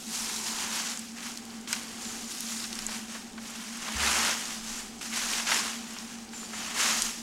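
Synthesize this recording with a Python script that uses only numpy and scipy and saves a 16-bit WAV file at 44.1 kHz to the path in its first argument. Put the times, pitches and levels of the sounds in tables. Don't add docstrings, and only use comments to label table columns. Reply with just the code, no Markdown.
import sys
import numpy as np
from scipy import signal
from scipy.fft import rfft, irfft, next_fast_len
from scipy.io import wavfile
from scipy.ndimage import uniform_filter1d, map_coordinates

SR = 44100
rng = np.random.default_rng(int(sys.argv[2]) if len(sys.argv) > 2 else 0)


def digitize_waveform(pressure):
    field = np.atleast_2d(pressure).T
    bounded = np.clip(field, -1, 1)
    quanta = np.round(bounded * 32767).astype(np.int16)
    wavfile.write(sys.argv[1], SR, quanta)


N = 318402

# (frequency [Hz], relative level [dB])
DRONE_COLOUR = [(130, -38), (185, -15), (210, -10.5), (224, 0), (231, -7), (246, -10.5), (275, -15.5),
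                (380, -48.5)]
AIR_COLOUR = [(20, -3), (35, -8), (60, -3.5), (130, -4.5), (200, -12), (300, -2.5), (345, 2.5), (385, -2.5),
              (430, 0), (520, -7), (660, -8), (770, 1), (900, -8), (2000, -12.5), (8000, -12.5),
              (16000, -46)]
LEAF_COLOUR = [(60, -70), (300, -34), (1500, -18.5), (2400, -8), (3100, -8), (3900, -5), (5500, -1.5),
               (6700, -0.5), (8000, -4), (9500, -8.5), (11000, -9.5), (13000, -17), (16000, -25.5)]
HEAP_COLOUR = [(40, -60), (100, -19), (200, -7), (350, -11), (520, -10), (760, -2.5), (1250, 0.5),
               (1700, 0), (2400, -1.5), (3100, -0.5), (3800, -7), (7000, -11.5), (15000, -57)]
# (start [s], length [s], rise time [s], leaf strength [dB], heap strength [dB])
RAKE_PULLS = [(-.067, .17, 0.074, -43.5, -54), (.05, .33, .1, -35, -44.5),
              (0.399, 0.091, 0.077, -34, -40.5), (0.501, .14, .1, -36, -38.5),
              (0.657, .14, 0.1, -33.5, -37.5), (0.805, 0.11, 0.074, -38.5, -44),
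              (1.123, .12, 0.063, -47, -45), (1.2, 0.085, 0.064, -40, -45),
              (1.457, 0.067, 0.082, -48, -47.5), (1.669, 0.096, .015, -38.5, -43),
              (1.787, 0.2, .04, -46.5, -48), (1.975, 0.25, .05, -41, -47.5), (2.24, .22, 0.07, -39, -48.5),
              (2.438, 0.2, .06, -38.5, -46), (2.671, 0.18, 0.078, -42.5, -44.5),
              (2.85, 0.106, .07, -39.5, -41.5), (3.061, .1, 0.067, -43, -44), (3.364, 0.4, 0.11, -43, -45),
              (3.745, 0.22, .12, -39, -39), (3.934, .36, 0.099, -31, -31), (4.329, 0.22, .05, -39.5, -43.5),
              (4.584, 0.21, .12, -39.5, -45), (5.006, 0.062, 0.011, -39.5, -44),
              (5.08, 0.3, 0.088, -33, -36.5), (5.428, .14, 0.088, -30, -31), (5.61, .1, 0.059, -40.5, -42),
              (5.844, 0.3, .06, -47, -49.5), (6.295, .18, .06, -44.5, -50), (6.476, 0.24, .11, -39.5, -40),
              (6.715, .19, 0.088, -29.5, -32), (6.91, 0.15, .06, -33.5, -41)]
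# (time [s], level against the leaves [dB])
FIZZ_LEVELS = [(0, -11), (1, -25), (1.8, -14), (2.4, -14), (3.2, -16), (4.5, -28), (5.4, -32), (7.2, -61)]
# (time of peak [s], half width [s], level [dB])
WIND_GUSTS = [(0.204, 0.079, -61), (2.788, .1, -54), (3.85, 0.077, -58), (4.65, 0.23, -51.5),
              (5.298, 0.29, -60), (7.078, 0.17, -56)]
# (time [s], relative level [dB], pitch [Hz])
GROUND_KNOCKS = [(0.293, -24, 1717), (1.674, -28, 2850), (1.729, -17.5, 1997), (2.641, -26.5, 3030),
                 (2.789, -34, 2990), (2.885, -29, 1227), (3.15, -27, 1103), (3.378, -30.5, 1350),
                 (3.884, -23, 1528), (4.0, -19, 2560), (4.07, -16, 2198), (5.011, -28.5, 2090),
                 (5.126, -23.5, 1718), (5.397, -19, 1500), (5.468, -19, 3103), (5.516, -13, 1800),
                 (5.964, -29.5, 1850), (6.331, -29.5, 1680), (6.429, -31.5, 1146), (6.533, -27, 1260)]
# (time [s], relative level [dB], pitch [Hz], ring sharpness [Q], time to fade 60 dB [s])
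TWIG_SNAPS = [(0.973, -23.5, 7150, 1.4, .005), (0.992, -25, 8400, 1.7, 0.0078),
              (1.3726, -26.5, 6000, 0.83, 0.013), (1.452, -31.5, 7000, 0.58, 0.013),
              (1.728, -14, 6250, 0.88, 0.013), (2.321, -28, 6470, 1, 0.0079),
              (2.405, -21.5, 10000, 0.71, .016), (2.6402, -28, 4130, 1.3, 0.0069),
              (2.7283, -23, 4040, 0.76, .009), (2.753, -28, 6540, 1.73, .008),
              (2.7887, -24, 4500, .7, .016), (2.822, -26, 6100, 1.1, .008),
              (2.8653, -16.5, 7870, 2.8, 0.0032), (5.3328, -21.5, 2770, 1.77, 0.0092),
              (5.397, -26, 3350, 0.63, .013), (5.9863, -25.5, 5520, 1.8, 0.0048),
              (7.0202, -7, 6410, 2, .0014)]
# (start [s], length [s], start pitch [Hz], end pitch [Hz], level [dB])
BIRD_WHISTLES = [(2.01, .17, 7300, 6900, -44), (2.245, .07, 7200, 6850, -45),
                 (4.72, .14, 7300, 6950, -46.5), (6.33, .14, 7380, 6980, -41),
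                 (6.53, .095, 7130, 6980, -42)]


def amp(db):
    return 10 ** (np.asarray(db) / 20)


def unit(x):
    return x / np.sqrt(np.mean(x ** 2) + 1e-20)


def wobble(rate):
    return map_coordinates(rng.standard_normal(int(N * rate / SR) + 4), [np.arange(N) * rate / SR])


def filtered(x, response):
    size = next_fast_len(len(x) + 8192)
    return irfft(rfft(x, size) * response(np.fft.rfftfreq(size, 1 / SR)), size)[:len(x)]


def coloured(x, colour):
    points_hz, db = np.transpose(colour)
    return unit(filtered(x, lambda hz: amp(np.interp(np.log(hz + 1), np.log(points_hz), db))))


def resonance(hz, centre_hz, q):
    return 1j * hz * centre_hz / q / (centre_hz ** 2 - hz ** 2 + 1j * hz * centre_hz / q)


def add(track, start_s, sound):
    part = track[max(round(start_s * SR), 0):][:len(sound)]
    part += sound[:len(part)]


def far_machine(hum_hz=229.3, drift_hz=4):
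    drone = amp(-48.5) * coloured(rng.standard_normal(N), DRONE_COLOUR)
    tone = np.sin(2 * np.pi * np.cumsum(hum_hz + drift_hz * wobble(9)) / SR)
    return amp(-46 + 2 * wobble(16)) * tone + drone


def open_air():
    return amp(-50 + 1.8 * wobble(3.23)) * coloured(rng.standard_normal(N), AIR_COLOUR)


def pull_strength(stop_db_per_s=101, settle_db=-11, settle_db_per_s=23):
    t, power = np.arange(N) / SR, np.full((2, N), 1e-9)
    for start, length, rise, leaf_db, heap_db in RAKE_PULLS:
        bite = np.clip((t - start) / rise, 0, 1)
        since_end = np.maximum(t - start - length, 0)
        stopping = amp(-stop_db_per_s * since_end)
        settling = amp(settle_db - settle_db_per_s * since_end)
        release = (stopping ** 2 + settling ** 2) / (1 + amp(settle_db) ** 2)
        power += amp([[leaf_db], [heap_db]]) ** 2 * bite ** 2 * release
    return 10 * np.log10(power)


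def tiny_cracks(per_second, spread_db):
    happens = rng.random(N) < per_second / SR
    size = amp(spread_db * np.minimum(rng.standard_normal(N), 2.5))
    return unit(happens * size * rng.choice([-1, 1], N))


def crumples(per_second, pitch_hz, spread_db, fade_s):
    starts = np.flatnonzero(rng.random(N) < per_second / SR)
    t = np.arange(SR // 80) / SR
    pitch, size, length = np.clip(rng.standard_normal((len(starts), 3)), -2.3, 2.3).T[:, :, None]
    roughness = np.cumsum(.25 * rng.standard_normal((len(starts), len(t))), axis=1)
    phase = 2 * np.pi * pitch_hz * np.exp(.5 * pitch) * t + roughness
    bursts = amp(spread_db * size - 60 * t / (fade_s * np.exp(.16 * length))) * np.sin(phase)
    positions = starts[:, None] + np.arange(len(t))
    return unit(np.bincount(positions.ravel(), bursts.ravel(), N)[:N])


def rubbing(depth_db):
    noise = signal.stft(rng.standard_normal(N), nperseg=512)[2]
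    patches = uniform_filter1d(rng.standard_normal(noise.shape), size=5, axis=0)
    patches = uniform_filter1d(patches, size=14, axis=1)
    return unit(signal.istft(noise * amp(depth_db * unit(patches)), nperseg=512)[1][:N])


def raking(leaf_db, heap_db):
    pull = amp(leaf_db - leaf_db.max())
    catching_db = .5 * wobble(45) + .5 * wobble(170)
    cracks = tiny_cracks(900 + 6000 * pull, spread_db=6)
    blades = crumples(250 + 1200 * pull, pitch_hz=6440, spread_db=-2, fade_s=.015)
    stalks = crumples(80 + 700 * pull, pitch_hz=1890, spread_db=0, fade_s=.014)
    leaves = coloured(.3 * cracks + .42 * blades + rubbing(depth_db=1.1), LEAF_COLOUR)
    heap = coloured(.57 * cracks + .22 * stalks + rubbing(depth_db=.96), HEAP_COLOUR)
    fizz = coloured(.7 * cracks + rubbing(depth_db=2),
                    [(500, -80), (4000, -35), (7500, 0), (8500, 12), (10700, 6), (13200, -3),
                     (16000, -11)])
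    soil = coloured(rng.standard_normal(N),
                    [(50, -60), (150, -18), (300, 4), (550, .5), (800, 3.5), (1500, -23), (6000, -60)])
    fizz_db = np.interp(np.arange(N) / SR, *np.transpose(FIZZ_LEVELS))
    soil_db = heap_db + .5 * (heap_db - heap_db.max()) - 16
    crackle = amp(leaf_db - .5) * (leaves + amp(fizz_db) * fizz)
    body = amp(heap_db - .26) * heap + amp(soil_db) * soil
    return amp(catching_db) * (crackle + body)


def snap(pitch_hz, q, fade_s):
    t = np.arange(SR // 16) / SR
    splinters = amp(-23 - 60 * t / .04)
    burst = rng.standard_normal(len(t)) * (amp(-60 * t / fade_s) + splinters)
    tick = filtered(burst, lambda hz: resonance(hz, pitch_hz, q) ** 2 / (1 + (hz / 12000) ** 6))
    return tick / np.abs(tick).max()


def stem_ticks(leaf_db, per_second=24, typical_hz=5600):
    track = np.zeros(N)
    starts = np.flatnonzero(rng.random(N) < per_second / SR)
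    for start, (size, pitch) in zip(starts, np.clip(rng.standard_normal((len(starts), 2)), -2, 2)):
        db = -32 + .6 * (leaf_db[start] - leaf_db.mean()) + 2.5 * size
        add(track, start / SR, amp(db) * snap(typical_hz * np.exp(.25 * pitch), q=1.4, fade_s=.0084))
    return track


def ground_scrape(start_s=.07, length_s=.93, pitch_hz=946):
    progress = np.clip((np.arange(N) / SR - start_s) / length_s, 0, 1)
    chatter = filtered(tiny_cracks(2500, spread_db=2.5), lambda hz: resonance(hz, pitch_hz, q=3.3) ** 2)
    return amp(-49) * np.abs(np.sin(np.pi * progress)) ** .5 * unit(chatter)


def breeze():
    t = np.arange(N) / SR
    force = sum(amp(db) * np.exp(-((t - peak) / width) ** 2) for peak, width, db in WIND_GUSTS)
    return force * coloured(rng.standard_normal(N),
                            [(10, -10), (28, 13), (45, -14), (90, -20), (400, -70), (2000, -110)])


def ground_knocks(clack_fade_s=.038, crush_fade_s=.11):
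    track, t = np.zeros(N), np.arange(SR // 6) / SR
    touch = 1 - np.exp(-t / .0012)
    fade = amp(-60 * t / clack_fade_s) + amp(-12.5 - 60 * t / crush_fade_s)
    for start, db, pitch_hz in GROUND_KNOCKS:
        burst = rng.standard_normal(len(t)) * touch * fade
        clack = filtered(burst, lambda hz: resonance(hz, pitch_hz, q=.62) ** 2 / (1 + (hz / 9000) ** 4))
        add(track, start, amp(db - 2.5) * clack / np.abs(clack).max())
    return track


def twig_snaps():
    track = np.zeros(N)
    for start, db, pitch_hz, q, fade_s in TWIG_SNAPS:
        add(track, start + .00085, amp(db + 2.5) * snap(pitch_hz, q, fade_s))
    return track


def bird():
    track = np.zeros(N)
    for start, length, start_hz, end_hz, db in BIRD_WHISTLES:
        progress = np.linspace(0, 1, int(length * SR))
        tremble_hz = 90 * wobble(450)[:len(progress)]
        flutter_db = 2.5 * wobble(80)[:len(progress)]
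        pitch_hz = start_hz + (end_hz - start_hz) * progress + tremble_hz
        swell = np.abs(np.sin(np.pi * progress)) ** .5 * amp(db) * unit(amp(flutter_db))
        add(track, start, swell * np.sin(2 * np.pi * np.cumsum(pitch_hz) / SR))
    return track


def distant_boom(start_s=3.952, rise_s=.011):
    track, t = np.zeros(N), np.arange(SR) / SR
    # (pitch [Hz], relative level [dB], time to fade 60 dB [s])
    tones = [(69.5, 0, .9), (83, -6, .55), (61, -3, .3)]
    ring = sum(amp(db - 60 * t / fade_s) * np.sin(2 * np.pi * hz * t) for hz, db, fade_s in tones)
    add(track, start_s, amp(-34) * ring * (1 - np.exp(-t / rise_s)))
    return track


def scene():
    leaf_db, heap_db = pull_strength()
    rake = raking(leaf_db, heap_db) + ground_scrape() + twig_snaps() + ground_knocks()
    mono = rake + stem_ticks(leaf_db) + bird() + distant_boom() + far_machine() + open_air() + breeze()
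    return np.array([mono, mono])


def record(dry):
    return np.array([filtered(channel, lambda hz: hz < 15850) for channel in dry])


dry = scene()
out = record(dry)
digitize_waveform(out)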